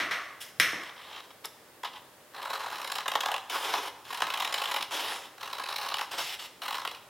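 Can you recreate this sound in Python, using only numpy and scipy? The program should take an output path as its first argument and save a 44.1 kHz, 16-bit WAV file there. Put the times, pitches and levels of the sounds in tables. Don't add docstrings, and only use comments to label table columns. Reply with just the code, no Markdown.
import sys
import numpy as np
from scipy import signal
from scipy.fft import rfft, irfft, next_fast_len
from scipy.io import wavfile
from scipy.ndimage import uniform_filter1d, map_coordinates

SR = 44100
rng = np.random.default_rng(int(sys.argv[2]) if len(sys.argv) > 2 else 0)


def field_ratio(decibels):
    return 10 ** (np.asarray(decibels, dtype=float) / 20)


def digitize_waveform(pressure):
    field = np.atleast_2d(pressure).T
    bounded = np.clip(field, -1, 1)
    quanta = np.round(bounded * 32767).astype(np.int16)
    wavfile.write(sys.argv[1], SR, quanta)


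N = 312845

# f/Hz, side over mid/dB
SIDE_WIDTH = [(100, -22), (700, -32), (2000, -24), (5000, -13), (8000, -13), (14000, -10)]


def unit(x):
    return x / np.sqrt(np.mean(x ** 2) + 1e-20)


def along(points, hz):
    f, value = np.transpose(points)
    return np.interp(np.log(hz + 1), np.log(f + 1), value)


def filtered(x, response):
    m = next_fast_len(N + SR // 2)
    return irfft(rfft(x, m) * response(np.fft.rfftfreq(m, 1 / SR)), m)[..., :N]


def ringing(x, modes):
    def shape(f):
        total = 0
        for k, (centre, width, db) in enumerate(modes):
            resonance = 1j * f * width / (centre ** 2 - f * f + 1j * f * width)
            total = total + (-1) ** k * field_ratio(db) * resonance
        return total ** 2

    gain = np.sqrt(np.mean(np.abs(shape(np.linspace(1, SR / 2, num=4000))) ** 2))
    return filtered(x, shape) / gain


def swells(rows):
    t = np.arange(N) / SR
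    return sum(field_ratio(db) * np.exp(-((t - s) / length) ** 2) for s, db, length in rows)


def pair(mid, side):
    return np.array([mid + side, mid - side])


def room_tone():
    # f/Hz, level per Hz/dB
    spectrum = [(15, -49), (25, 0.5), (157, -11), (293, -5), (624, -4), (695, -7), (1130, -8), (1330, -10),
                (1790, -10), (2480, -14.5), (3080, -14.5), (6050, -19.5), (16000, -22)]
    # f/Hz, correlation
    likeness = [(30, 0.98), (100, 0.89), (600, 0.91), (3000, 0.52), (6000, 0.093), (9000, 1)]

    def response(hz):
        turn = np.arccos(np.clip(along(likeness, hz), -1, 1)) / 2
        return field_ratio(along(spectrum, hz)) * [np.cos(turn), np.sin(turn)]

    mid, side = filtered(rng.standard_normal((2, N)), response)
    return field_ratio(-55) * unit(pair(mid, side))


def rumble():
    # t/s, level/dB, length/s
    shifts = [(.1, -63, 0.06), (.62, -48, .03), (.7, -59, 0.05), (3.72, -65, 0.029), (4.24, -72, .05),
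              (5.07, -61, 0.026), (6.2, -69, .08), (6.85, -71, 0.068)]
    rest_db = -70.5
    table_modes = [(99.0, 43, 1.4), (165, 83, -1.0)]  # f/Hz, width/Hz, level/dB
    return (field_ratio(rest_db) + swells(shifts)) * ringing(rng.standard_normal(N), table_modes)


def clacks():
    # t/s, handle/dB, board over handle/dB, steel over handle/dB, direct over room path/dB
    contacts = [
        (.001, -3, -3.5, -19, -5),
        (.111, -3.5, -3.5, -15, -6.5),
        (0.416, -24, -12, 3, -5),
        (0.5991, 5, -13.5, -7, 1.5),
        (1.455, -43, 1, 19.5, 11.5),
    ]
    # t/s, thud/dB, board/dB relative, direct path/dB
    thuds = [
        (.004, -14.5, -30, -7),
        (.73, -15.5, 1, 0),
        (4.22, -23.5, -20, -1),
        (4.8, -26, -16, 1),
    ]
    # f/Hz, width/Hz, level/dB
    handle = [(1867, 940, 2), (2390, 620, 6.5), (3040, 2000, -1)]
    board = [(685, 460, -2), (1143, 120, 6), (1410, 620, -1.5)]
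    tabletop = [(124, 160, -8), (270, 178, 0), (454, 590, -7)]
    steel = [(5150, 720, 6), (7640, 1800, 1), (10840, 2200, 3), (14800, 3000, -1.5)]
    clack_thud_db = -20
    rattle_s, steel_room_db = 0.0025, -3

    hits = []
    for s, db, board_db, steel_db, near_db in contacts:
        hits.append((s, db + np.array([0, board_db, clack_thud_db, steel_db]), near_db))
    for s, db, board_db, near_db in thuds:
        hits.append((s, db + np.array([-20, board_db, 0, -30]), near_db))
    paths = np.zeros((4, 2, N))
    for s, levels_db, near_db in hits:
        paths[:, :, round(s * SR)] = field_ratio(levels_db[:, None] + [0, near_db])

    t = np.arange(SR // 30) / SR
    chatter = np.exp(-t / rattle_s) * rng.standard_normal(len(t))
    chatter /= np.linalg.norm(chatter)
    blades_room = paths[3, 0] * field_ratio(steel_room_db)
    blades_direct = signal.fftconvolve(paths[3, 1], chatter)[:N]
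    paths[3] = blades_room, blades_direct
    return sum(ringing(path, modes) for path, modes in zip(paths, (handle, board, tabletop, steel)))


def gains(rows, attack, release, fizz_db):
    t, out = np.arange(N) / SR, 0
    for start, end, first_db, last_db, bright_db in rows:
        swell = np.clip((t - start) / attack + .5, 0, 1)
        decay = np.exp(-np.clip(t - end, 0, 1) / release)
        force = field_ratio(np.interp(t, [start, end], [first_db, last_db]))
        out = out + swell * decay * force * field_ratio([[0], [bright_db], [bright_db + fizz_db]])
    return out


def grit(rate, depth_db, spike_db):
    clumps = map_coordinates(rng.standard_normal(int(N * rate / SR) + 4), [np.arange(N) * rate / SR])
    level_db = depth_db * clumps + spike_db * rng.standard_normal(N)
    return unit(field_ratio(level_db) * rng.standard_normal(N))


def paper(drive, low, middle):
    # f/Hz, width/Hz, level/dB
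    fizz = [(6320, 2570, 2.5), (11270, 3000, 4), (13750, 1380, 5), (17350, 1540, 5.5)]
    return sum(ringing(part, modes) for part, modes in zip(drive, (low, middle, fizz)))


def sliding():
    # start t/s, end t/s, first level/dB, last level/dB, brightness/dB
    slides = [
        (1.443, 1.451, -40.5, -41, 1),
        (3.497, 3.63, -38.5, -42.5, 1),
        (3.63, 3.882, -38.5, -43, 0),
        (4.044, 4.1, -55, -52, 1.5),
        (4.915, 5.17, -35, -43, 0.5),
        (5.18, 5.27, -47.5, -52, -0.5),
        (6.112, 6.175, -43, -46.5, 0.5),
        (6.18, 6.35, -46, -49, 9),
        (6.39, 6.465, -50.5, -51, 7),
    ]
    opening = [
        (.407, .425, -56.5, -58, 14),
        (.425, .5, -61, -70, 8.5),
    ]
    # t/s, level/dB, length/s
    flaps = [(3.55, -37.5, 0.019), (3.68, -48, 0.025), (3.745, -35.5, 0.014), (3.785, -34.5, 0.012),
             (3.875, -39.5, 0.0037), (5.045, -44, 0.014), (6.14, -45, 0.0091), (6.2, -41, 0.02)]
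    # f/Hz, width/Hz, level/dB
    strip = [(347, 202, -6.5), (593, 254, -1.5), (852, 454, 2), (1280, 1190, -3)]
    # f/Hz, width/Hz, level/dB
    rub = [(1970, 3170, -5), (3420, 1430, 2), (4064, 440, 1.5), (5290, 1470, -4.5)]
    force = gains(slides, attack=0.01, release=0.0047, fizz_db=-7.5)
    force = force + gains(opening, attack=0.01, release=0.0047, fizz_db=1)
    force = force + swells(flaps) * field_ratio([[0], [-8], [-18]])
    return paper(force * grit(120, depth_db=1.5, spike_db=2.0), strip, rub)


def timed(tables, length_s):
    rows = np.concatenate(tables)
    force_db = rows[:, 1:2]
    scatter = .18 * rng.standard_normal((len(rows), 1))
    lengths = length_s * np.exp(scatter - 0.02 * (force_db - force_db.mean()))
    return np.hstack([rows + [0, 1, 0], lengths])


def slips(rows, rise, fizz_db):
    t, levels = np.arange(SR // 20) / SR, np.zeros((3, N + SR))
    for (s, db, drum_db, length), luck in zip(rows, rng.standard_normal((len(rows), 1))):
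        swell = 1 - np.exp(-(t / rise) ** 2)
        hold = np.exp(-(t / np.clip(length, .001, .02)) ** 4)
        parts_db = [[db + drum_db - 2.5], [db - 10.0], db + fizz_db + 1.3 * luck]
        levels[:, round((s - .0008) * SR):][:, :len(t)] += field_ratio(parts_db) * swell * hold
    return levels[:, :N] * grit(900, depth_db=1.0, spike_db=6)


def sticking(rows, lead, depth):
    t, free = np.arange(N) / SR, np.ones(N)
    for s, *_ in rows:
        before = slice(max(round((s - 3 * lead) * SR), 0), round(s * SR))
        free[before] *= 1 - depth * np.exp(-((s - t[before]) / lead) ** 2)
    return free


def cutting():
    # start t/s, end t/s, first level/dB, last level/dB, brightness/dB
    strokes = [
        (2.335, 2.53, -44.5, -38, -9),
        (2.53, 3.03, -39.5, -41.5, -6),
        (3.055, 3.36, -45, -34.5, -13),
        (4.1, 4.19, -39, -42.5, -3),
        (4.2, 4.51, -36.5, -39.5, -6),
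        (4.523, 4.83, -36.5, -39, -3.5),
        (5.4, 5.7, -45, -42.5, -4),
        (5.7, 6.05, -38, -45.5, -3.5),
        (6.615, 6.8, -39, -42.5, -2.5),
        (6.8, 6.97, -52, -54, -0.5),
    ]
    feeding = [
        (.8, .9, -56, -50.5, 1),
        (.96, 1.205, -55, -48.5, 1),
        (1.23, 1.26, -56, -57, 1),
        (1.305, 1.32, -51, -61, -1),
        (1.844, 1.91, -35.5, -64, 1),
        (1.93, 1.98, -51, -51.5, 0.5),
    ]
    # t/s, peak level/dB, drum/dB
    # relative, length/s
    taps = [(0.833, -25, -25, 0.0051), (0.865, -36, -10, 0.0044), (1.174, -32, 2, 0.003),
            (1.2044, -37, -19, 0.0022), (1.305, -39, -1.5, 0.004), (1.831, -22.5, -1.5, 0.007),
            (1.846, -23, -4, 0.0079), (3.004, -22, -10, 0.0055), (3.378, -22, -5, 0.0054),
            (3.4966, -14, -21, 0.0052), (3.543, -16, -14, 0.0027), (3.737, -6.5, -5, 0.0041),
            (4.05, -30, -13, 0.0049), (4.0674, -30, 3.5, 0.0031), (4.908, -16, -9, 0.0036),
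            (5.119, -19, 3, 0.0039)]
    # t/s, peak level/dB, drum/dB relative
    slips_first = [(2.3426, -35.5, -3), (2.3618, -38, -8), (2.413, -33, -4), (2.4249, -25.5, -10),
                   (2.4485, -37, -14), (2.489, -36.5, 1.5), (2.4986, -26.5, -3), (2.5304, -25.5, -4),
                   (2.5906, -36.5, 2), (2.6588, -31, 0), (2.699, -29, -13), (2.71, -34, -4),
                   (2.7549, -22, -20), (2.7808, -28, -22), (2.8137, -22.5, -10), (2.8424, -23, -9),
                   (2.8723, -23, -19), (2.8973, -23.5, -3.5), (2.916, -14.5, -9.5), (2.9516, -19.5, -9.5),
                   (2.9812, -21, -4.5), (3.0282, -43, -6)]
    slips_second = [(3.0564, -28.5, 0), (3.0789, -14.5, -9), (3.1156, -20, -6.5), (3.1355, -28, -8),
                    (3.1516, -19, -2.5), (3.182, -44, -4), (3.2045, -17, -12), (3.231, -25.5, -4),
                    (3.2563, -20.5, -6), (3.2838, -21, -3.5), (3.3144, -18, -3.5), (3.3398, -19, -7),
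                    (3.3618, -25, -12)]
    slips_fast = [(4.1027, -29, -8), (4.125, -28.5, -6), (4.1428, -27, -8), (4.171, -28, -19),
                  (4.2014, -27, -5), (4.2181, -17.5, -6), (4.2666, -24, -12), (4.2994, -27, -20),
                  (4.321, -33, -12), (4.3363, -21.5, -10), (4.372, -21.5, -12), (4.3978, -20, -10.5),
                  (4.4196, -21, -8), (4.4453, -18, -12), (4.4737, -21, -16), (4.5238, -21.5, -10),
                  (4.5398, -15.5, -11.5), (4.5763, -25, -14), (4.6155, -20.5, -8), (4.6361, -25, -12),
                  (4.6545, -22, -15), (4.673, -28, -16), (4.7117, -21, -9), (4.7389, -17.5, -10),
                  (4.7594, -20, -7), (4.8064, -25, -13), (4.8234, -17, -29)]
    slips_slow = [(5.3763, -40, -3), (5.4075, -33, -8), (5.4262, -28, -1.5), (5.454, -31, -9),
                  (5.4734, -29, -2), (5.4987, -39, -7), (5.528, -20, -6), (5.581, -30, -3),
                  (5.595, -27, -0.5), (5.6342, -21, -6), (5.6572, -27.5, -5), (5.6848, -21, -9),
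                  (5.7226, -23, -18), (5.758, -19, -19), (5.781, -19, -12), (5.8123, -26, -5),
                  (5.8589, -28.5, -1), (5.8825, -23, -10), (5.899, -24, -18), (5.913, -29.5, -2)]
    slips_last = [(5.9403, -15, -5), (5.9673, -21, -7), (5.9824, -19.5, -14), (5.9899, -21.5, -5.5),
                  (6.0097, -21, -5), (6.617, -31, -21), (6.6513, -35, -10), (6.6786, -26.5, -6),
                  (6.7058, -23, -7.5), (6.724, -26.5, -8.5), (6.742, -23.5, -4), (6.78, -29.5, 1),
                  (6.815, -34, -4), (6.849, -23.5, 0.5), (6.8727, -21.5, -8), (6.9106, -29.5, -12),
                  (6.9463, -28, -28)]
    # f/Hz, width/Hz, level/dB
    drum = [(577, 567, -5), (832, 189, 3.5), (1057, 313, 1), (1750, 670, -4.5)]
    # f/Hz, width/Hz, level/dB
    fibres = [(2150, 800, -4), (3100, 950, -1), (4020, 540, 0.5), (5450, 1300, -7)]
    # f/Hz, width/Hz, level/dB
    snap = [(1930, 1310, -3.5), (3180, 990, 2.5), (3900, 600, 2), (5320, 1460, -6)]

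    grinds = timed([slips_first, slips_slow], length_s=.009)
    snaps = np.concatenate([timed([slips_second], length_s=0.0073),
                            timed([slips_fast], length_s=.0095),
                            timed([slips_last], length_s=0.0073)])
    tears = grit(170, depth_db=3, spike_db=4)
    stuck = sticking(np.concatenate([grinds, snaps]), lead=0.007, depth=0.8)
    creep = gains(strokes, attack=0.0091, release=0.0067, fizz_db=-7.5) * stuck * tears
    brush = gains(feeding, attack=0.0048, release=0.0027, fizz_db=-16) * grit(200, depth_db=2.5, spike_db=1.5)
    edge = creep + slips(grinds, rise=0.004, fizz_db=-18)
    sheet = brush + slips(snaps, rise=0.0019, fizz_db=-20.0) + slips(taps, rise=0.004, fizz_db=-19.0)
    return paper(edge, drum, fibres) + paper(sheet, drum, snap)


def shifting(x, depth_db):
    hz, _, z = signal.stft(x, SR, nperseg=256)
    field = uniform_filter1d(rng.standard_normal(z.shape), size=6, axis=0)
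    field = unit(uniform_filter1d(field, size=40, axis=1))
    treble = np.clip(hz / 7000, 0, 1)[:, None]
    return signal.istft(z * field_ratio(depth_db * field * treble), SR, nperseg=256)[1][:N]


def near(x):
    side = filtered(shifting(x, depth_db=7), lambda f: 1j * field_ratio(along(SIDE_WIDTH, f) - 7))
    return pair(x, side)


def room(x, delay, early_db, early_s):
    # f/Hz, t60/s
    decay_times = [(150, 0.29), (1000, 0.88), (3000, 0.66), (7000, 0.69), (14000, 0.39)]
    hz, t, z = signal.stft(rng.standard_normal((2, SR)), SR, nperseg=256)
    decay_db = early_db * np.exp(-(t / early_s) ** 4) - 60 * t / along(decay_times, hz)[:, None]
    tail = signal.istft(z * field_ratio(decay_db), SR, nperseg=256)[1]
    tail = np.pad(tail / np.linalg.norm(tail[0]), ((0, 0), (round(delay * SR), 0)))
    mid, side = signal.fftconvolve(x[None], tail, axes=1)[:, :N]
    return pair(mid, filtered(side, lambda f: field_ratio(along(SIDE_WIDTH, f) + 1.0)))


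def scene():
    sheet = shifting(cutting() + sliding(), depth_db=2.2)
    knocks, direct = clacks()
    close = near(sheet + direct + rumble())
    sheet_room = field_ratio(-6.5) * room(sheet, .005, early_db=6, early_s=0.027)
    knock_room = field_ratio(4.5) * room(knocks, .002, early_db=2.5, early_s=0.053)
    return close + sheet_room + knock_room + room_tone()


def low_pass(x):
    return signal.sosfilt(signal.butter(12, 16850, fs=SR, output="sos"), x)


def record(dry):
    mix = filtered(dry, lambda f: (1j * f / (1j * f + 55)) ** 4 * (f < 15950))
    return low_pass(mix)


dry = scene()
out = record(dry)
digitize_waveform(out)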